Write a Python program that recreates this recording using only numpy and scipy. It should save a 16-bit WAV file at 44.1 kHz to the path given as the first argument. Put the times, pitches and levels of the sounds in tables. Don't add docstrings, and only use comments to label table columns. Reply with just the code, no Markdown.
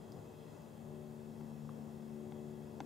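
import sys
import numpy as np
from scipy import signal
from scipy.fft import rfft, irfft
from scipy.io import wavfile
from scipy.ndimage import uniform_filter1d

SR = 44100
rng = np.random.default_rng(int(sys.argv[2]) if len(sys.argv) > 2 else 0)


def store_wav(level_fs):
    pcm = np.round(np.clip(np.atleast_2d(level_fs), -1, 1) * 32767)
    wavfile.write(sys.argv[1], SR, pcm.T.astype(np.int16))


N = 125685


def undb(db):
    return 10 ** (np.asarray(db) / 20)


def clock():
    return np.arange(N) / SR


def curve(rows, column=1):
    rows = np.array(rows)
    return np.interp(clock(), rows[:, 0], rows[:, column])


def between(points, f):
    hz, value = np.array(points).T
    return np.interp(np.log(f), np.log(hz), value)


def pan(db):
    gains = undb(np.array([[db], [-db]]) / 2)
    return gains / gains.mean()


def walk(rate):
    hold = int(SR / rate)
    steps = np.repeat(rng.standard_normal(N // hold + 1), hold)
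    smooth = uniform_filter1d(uniform_filter1d(steps, hold), hold)[:N]
    return smooth / smooth.std()


def peak(hz, width):
    return lambda f: 1 / (1 + ((f - hz) / width * np.sqrt(2)) ** 2)


def colour(points, dips=()):
    def gain(f):
        shape = undb(between(points, f))
        for hz, width, depth in dips:
            shape = shape * (1 - depth * peak(hz, width)(f))
        return shape
    return gain


def noise(gain, likeness):
    f = np.fft.rfftfreq(N, 1 / SR) + 1
    coherence = likeness if np.isscalar(likeness) else between(likeness, f)
    coherence = np.clip(coherence, 0, 1)
    spectra = rfft(rng.standard_normal((3, N))) * gain(f)
    shared, separate = spectra[0], spectra[1:]
    out = irfft(np.sqrt(coherence) * shared + np.sqrt(1 - coherence) * separate, N)
    return out / out.std()


def fade(start, t60, rise):
    t = np.maximum(clock() - start, 0)
    return (1 - np.exp(-t / rise)) * np.exp(-np.log(1000) * t / t60)


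def ring(start, hz, t60, rise):
    return fade(start, t60, rise) * np.sin(2 * np.pi * hz * (clock() - start))


# time in seconds, firing rate in Hz before the wander.
FIRING_RATE = [(0, 74.63), (.75, 74.81), (1.1, 75.06), (1.5, 74.34), (1.75, 74.34), (2.85, 74.05)]
# time in seconds, then levels in dB, before trim and flutter,
# of harmonics 2, 3, 5, 6 and 8.
DRONE_LEVELS = [(0, -63, -66.5, -67.5, -65.5, -73), (.3, -67.5, -65, -67.5, -62, -72),
                (.45, -60, -65.5, -65, -63, -75), (.6, -67.5, -64.5, -72.5, -71, -68),
                (.8, -63, -55.5, -65.5, -79, -73), (.95, -56.5, -55.5, -58, -60.5, -66.5),
                (1.2, -57.5, -54.5, -60, -68.5, -73), (1.42, -57, -51, -60, -67.5, -83),
                (1.65, -54, -53, -63, -64, -85), (1.78, -59.5, -51, -72, -70, -78),
                (1.95, -59.5, -54, -61, -67.5, -80), (2.15, -59.5, -51, -57, -66.5, -67.5),
                (2.45, -58, -52, -56, -63, -67.5), (2.85, -59, -55, -58.5, -65.5, -71)]
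# multiple of the firing rate, trim in dB, left over right in dB, flutter in dB.
LEADING_HARMONICS = [(2, 2, 10, 0.55), (3, 1, 9.5, 0.62), (5, 1.5, 6, 1.34), (6, -.5, 5.5, 1.8),
                     (8, 1.5, 17, 1)]
# multiple of the firing rate, level in dB relative to the untrimmed
# third harmonic, left over right in dB.
WEAK_HARMONICS = [(4, -14, 4.5), (7, -17.5, 11.5), (10, -28.5, 26)]


def engine(wander=0.002113, weak_flutter_db=2):
    rate = curve(FIRING_RATE) * (1 + wander * walk(14))
    turn = 2 * np.pi * np.cumsum(rate) / SR

    def tone(multiple):
        return np.sqrt(2) * np.sin(multiple * turn + rng.uniform(0, 2 * np.pi))

    out = 0
    for column, (multiple, trim_db, side_db, flutter_db) in enumerate(LEADING_HARMONICS, start=1):
        level_db = curve(DRONE_LEVELS, column) + trim_db + flutter_db * walk(16)
        out = out + pan(side_db) * tone(multiple) * undb(level_db)
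    third_db = curve(DRONE_LEVELS, column=2)
    for multiple, relative_db, side_db in WEAK_HARMONICS:
        level_db = third_db + relative_db + weak_flutter_db * walk(7.81)
        out = out + pan(side_db) * tone(multiple) * undb(level_db)
    return out


# frequency in Hz, relative density in dB per Hz.
AIR_SPECTRUM = [(20, -36), (35, -20), (60, -10), (110, 0.5), (160, 0.5), (260, -3.5), (420, -5),
                (620, -9.5), (850, -10.5), (1200, -20), (1800, -37), (3000, -47)]
# frequency in Hz, coherence from 0 to 1.
AIR_COHERENCE = [(60, 0.62), (160, 0.85), (350, 0.42), (650, 0.52), (1000, 0.11), (1500, 0.3)]
# time in seconds, level in dB before panning and flutter.
AIR_COURSE = [(0, -54), (.6, -54.5), (1.1, -56), (1.9, -55), (2.3, -54.5), (2.85, -55)]


def air():
    level_db = curve(AIR_COURSE) + 0.88 * walk(8.28)
    return noise(colour(AIR_SPECTRUM), AIR_COHERENCE) * pan(db=5) * undb(level_db)


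# frequency in Hz, relative density in dB per Hz.
HISS_SPECTRUM = [(500, -1.5), (1500, 10), (2300, 5.5), (4000, 1.5), (5800, -1.5), (7200, 1.5), (9000, 0),
                 (15000, -2.5)]
# frequency in Hz, width in Hz, depth from 0 to 1.
HISS_NOTCHES = [(2406, 77, 0.9), (3025, 94, 0.46)]
# frequency in Hz, coherence from 0 to 1.
HISS_COHERENCE = [(1500, 0.11), (3000, 0.41), (5000, 1), (7000, 0.74), (10000, 0.42), (15000, 0.55)]
# frequency in Hz, width in Hz, level in dB before the swell, share of it.
HISS_RESONANCES = [(1950, 125, -85, 1.1), (2614, 134, -82, 0.76), (3270, 177, -81.5, 0.8),
                   (4146, 99, -93, 2.4), (4990, 230, -87, 0.72), (6070, 210, -91.5, .3),
                   (6900, 810, -83, .5)]
# time in seconds, change in dB for a share of one.
RESONANCE_SWELL = [(0, 1.5), (.52, 4), (.7, -2.5), (2.85, -0.5)]
# frequency in Hz, level in dB before the flutter.
WHINE_TONES = [(1694, -87.5), (1932, -90.5), (3622, -91), (4185, -101), (7870, -100)]
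# time in seconds, level in dB before the flutter.
WHISTLE_COURSE = [(0, -98), (1.1, -94), (1.45, -85), (2.0, -85), (2.3, -91), (2.85, -90)]
HISS_DB, WHISTLE_HZ = -70, 5433


def equipment():
    out = noise(colour(HISS_SPECTRUM, HISS_NOTCHES), HISS_COHERENCE) * undb(HISS_DB)
    for hz, width, db, share in HISS_RESONANCES:
        level_db = db + share * curve(RESONANCE_SWELL) + 1.4 * walk(20)
        out = out + noise(peak(hz, width), likeness=0.86) * undb(level_db)

    def tone(hz):
        return np.sqrt(2) * np.sin(2 * np.pi * hz * clock()) * undb(1.2 * walk(8.0))

    whine = sum(tone(hz) * undb(db) for hz, db in WHINE_TONES)
    whistle = tone(WHISTLE_HZ) * undb(curve(WHISTLE_COURSE))
    return pan(db=-0.5) * (out + whine + whistle)


# start in seconds, pitch in Hz, level in dB,
# t60 in seconds, level of the bright edge in dB before its envelope.
TICK_EVENTS = [(0.1210, 4920, -45.5, 0.0058, -59.5), (.1270, 4950, -59, .008, -78),
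               (.619, 13500, -59.5, .006, -63), (1.692, 1130, -33, 0.0087, -68),
               (2.8026, 6090, -51, 0.0053, -72)]
# frequency in Hz, relative density in dB per Hz.
EDGE_SPECTRUM = [(3600, -25), (4400, 3), (7000, 0), (15000, -2)]
TICK_RISE_CYCLES, TICK_EDGE_T60_S = 1.2, 0.009


def ticks():
    out = 0
    for start, hz, db, t60, edge_db in TICK_EVENTS:
        body = ring(start, hz, t60, rise=TICK_RISE_CYCLES / hz)
        edge = noise(colour(EDGE_SPECTRUM), likeness=0.63) * fade(start, TICK_EDGE_T60_S, rise=0.0001)
        out = out + undb(db) * body + undb(edge_db) * edge
    return out


# start in seconds,
# gain in dB, left over right in dB, brightness in dB per octave, low-pass corner in Hz.
KNOCK_EVENTS = [(1.4084, -52, 8, 3, 2700), (2.3209, -47, 2, 2.5, 4300), (2.8036, -34.5, 3, 0.7, 8040),
                (2.8106, -58, 1, 5, 5500)]
# frequency in Hz, level in dB before the brightness tilt, t60 in seconds.
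GEAR_MODES = [(803, 1.5, 0.027), (970, -13.5, 0.044), (1406, -9.5, 0.019), (1550, -18, 0.028),
              (2130, -13, 0.018), (2602, -17.5, 0.02), (3373, -16, .015), (3620, -18, .014),
              (4600, -16.5, 0.010), (6000, -10.5, 0.0048), (7600, -22, .006)]
THUMP_S, THUMP_HZ, THUMP_T60_S, THUMP_DB = 2.8095, 285, 0.04, -36
SCATTER_T60_S = 0.055


def bow(crack_db=-24, scatter_db=-29):
    out = ring(THUMP_S, THUMP_HZ, THUMP_T60_S, rise=0.0013) * undb(THUMP_DB) * pan(db=3)
    lowest_hz = GEAR_MODES[0][0]
    for start, db, side_db, bright, dull_hz in KNOCK_EVENTS:
        def tilt(f):
            return undb(bright * np.log2(f / lowest_hz))

        def scatter_gain(f):
            return tilt(f) * peak(hz=1500, width=4000)(f)

        body = sum(ring(start, hz, t60, rise=0.00022) * undb(mode_db) * tilt(hz)
                   for hz, mode_db, t60 in GEAR_MODES)
        crack = noise(tilt, likeness=0.56) * fade(start, t60=0.01, rise=0.0002)
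        scatter = noise(scatter_gain, likeness=0.47) * fade(start, SCATTER_T60_S, rise=0.0015)
        knock = body + undb(crack_db) * crack + undb(scatter_db) * scatter
        contact = signal.butter(8, dull_hz, fs=SR, output="sos")
        out = out + pan(side_db) * undb(db) * signal.sosfilt(contact, knock)
    return out


def scene():
    return engine() + air() + equipment() + ticks() + bow()


def record(dry, top_hz=15600):
    low_pass = signal.ellip(10, 0.1, 70, top_hz, fs=SR, output="sos")
    return signal.sosfilt(low_pass, dry)


dry = scene()
out = record(dry)
store_wav(out)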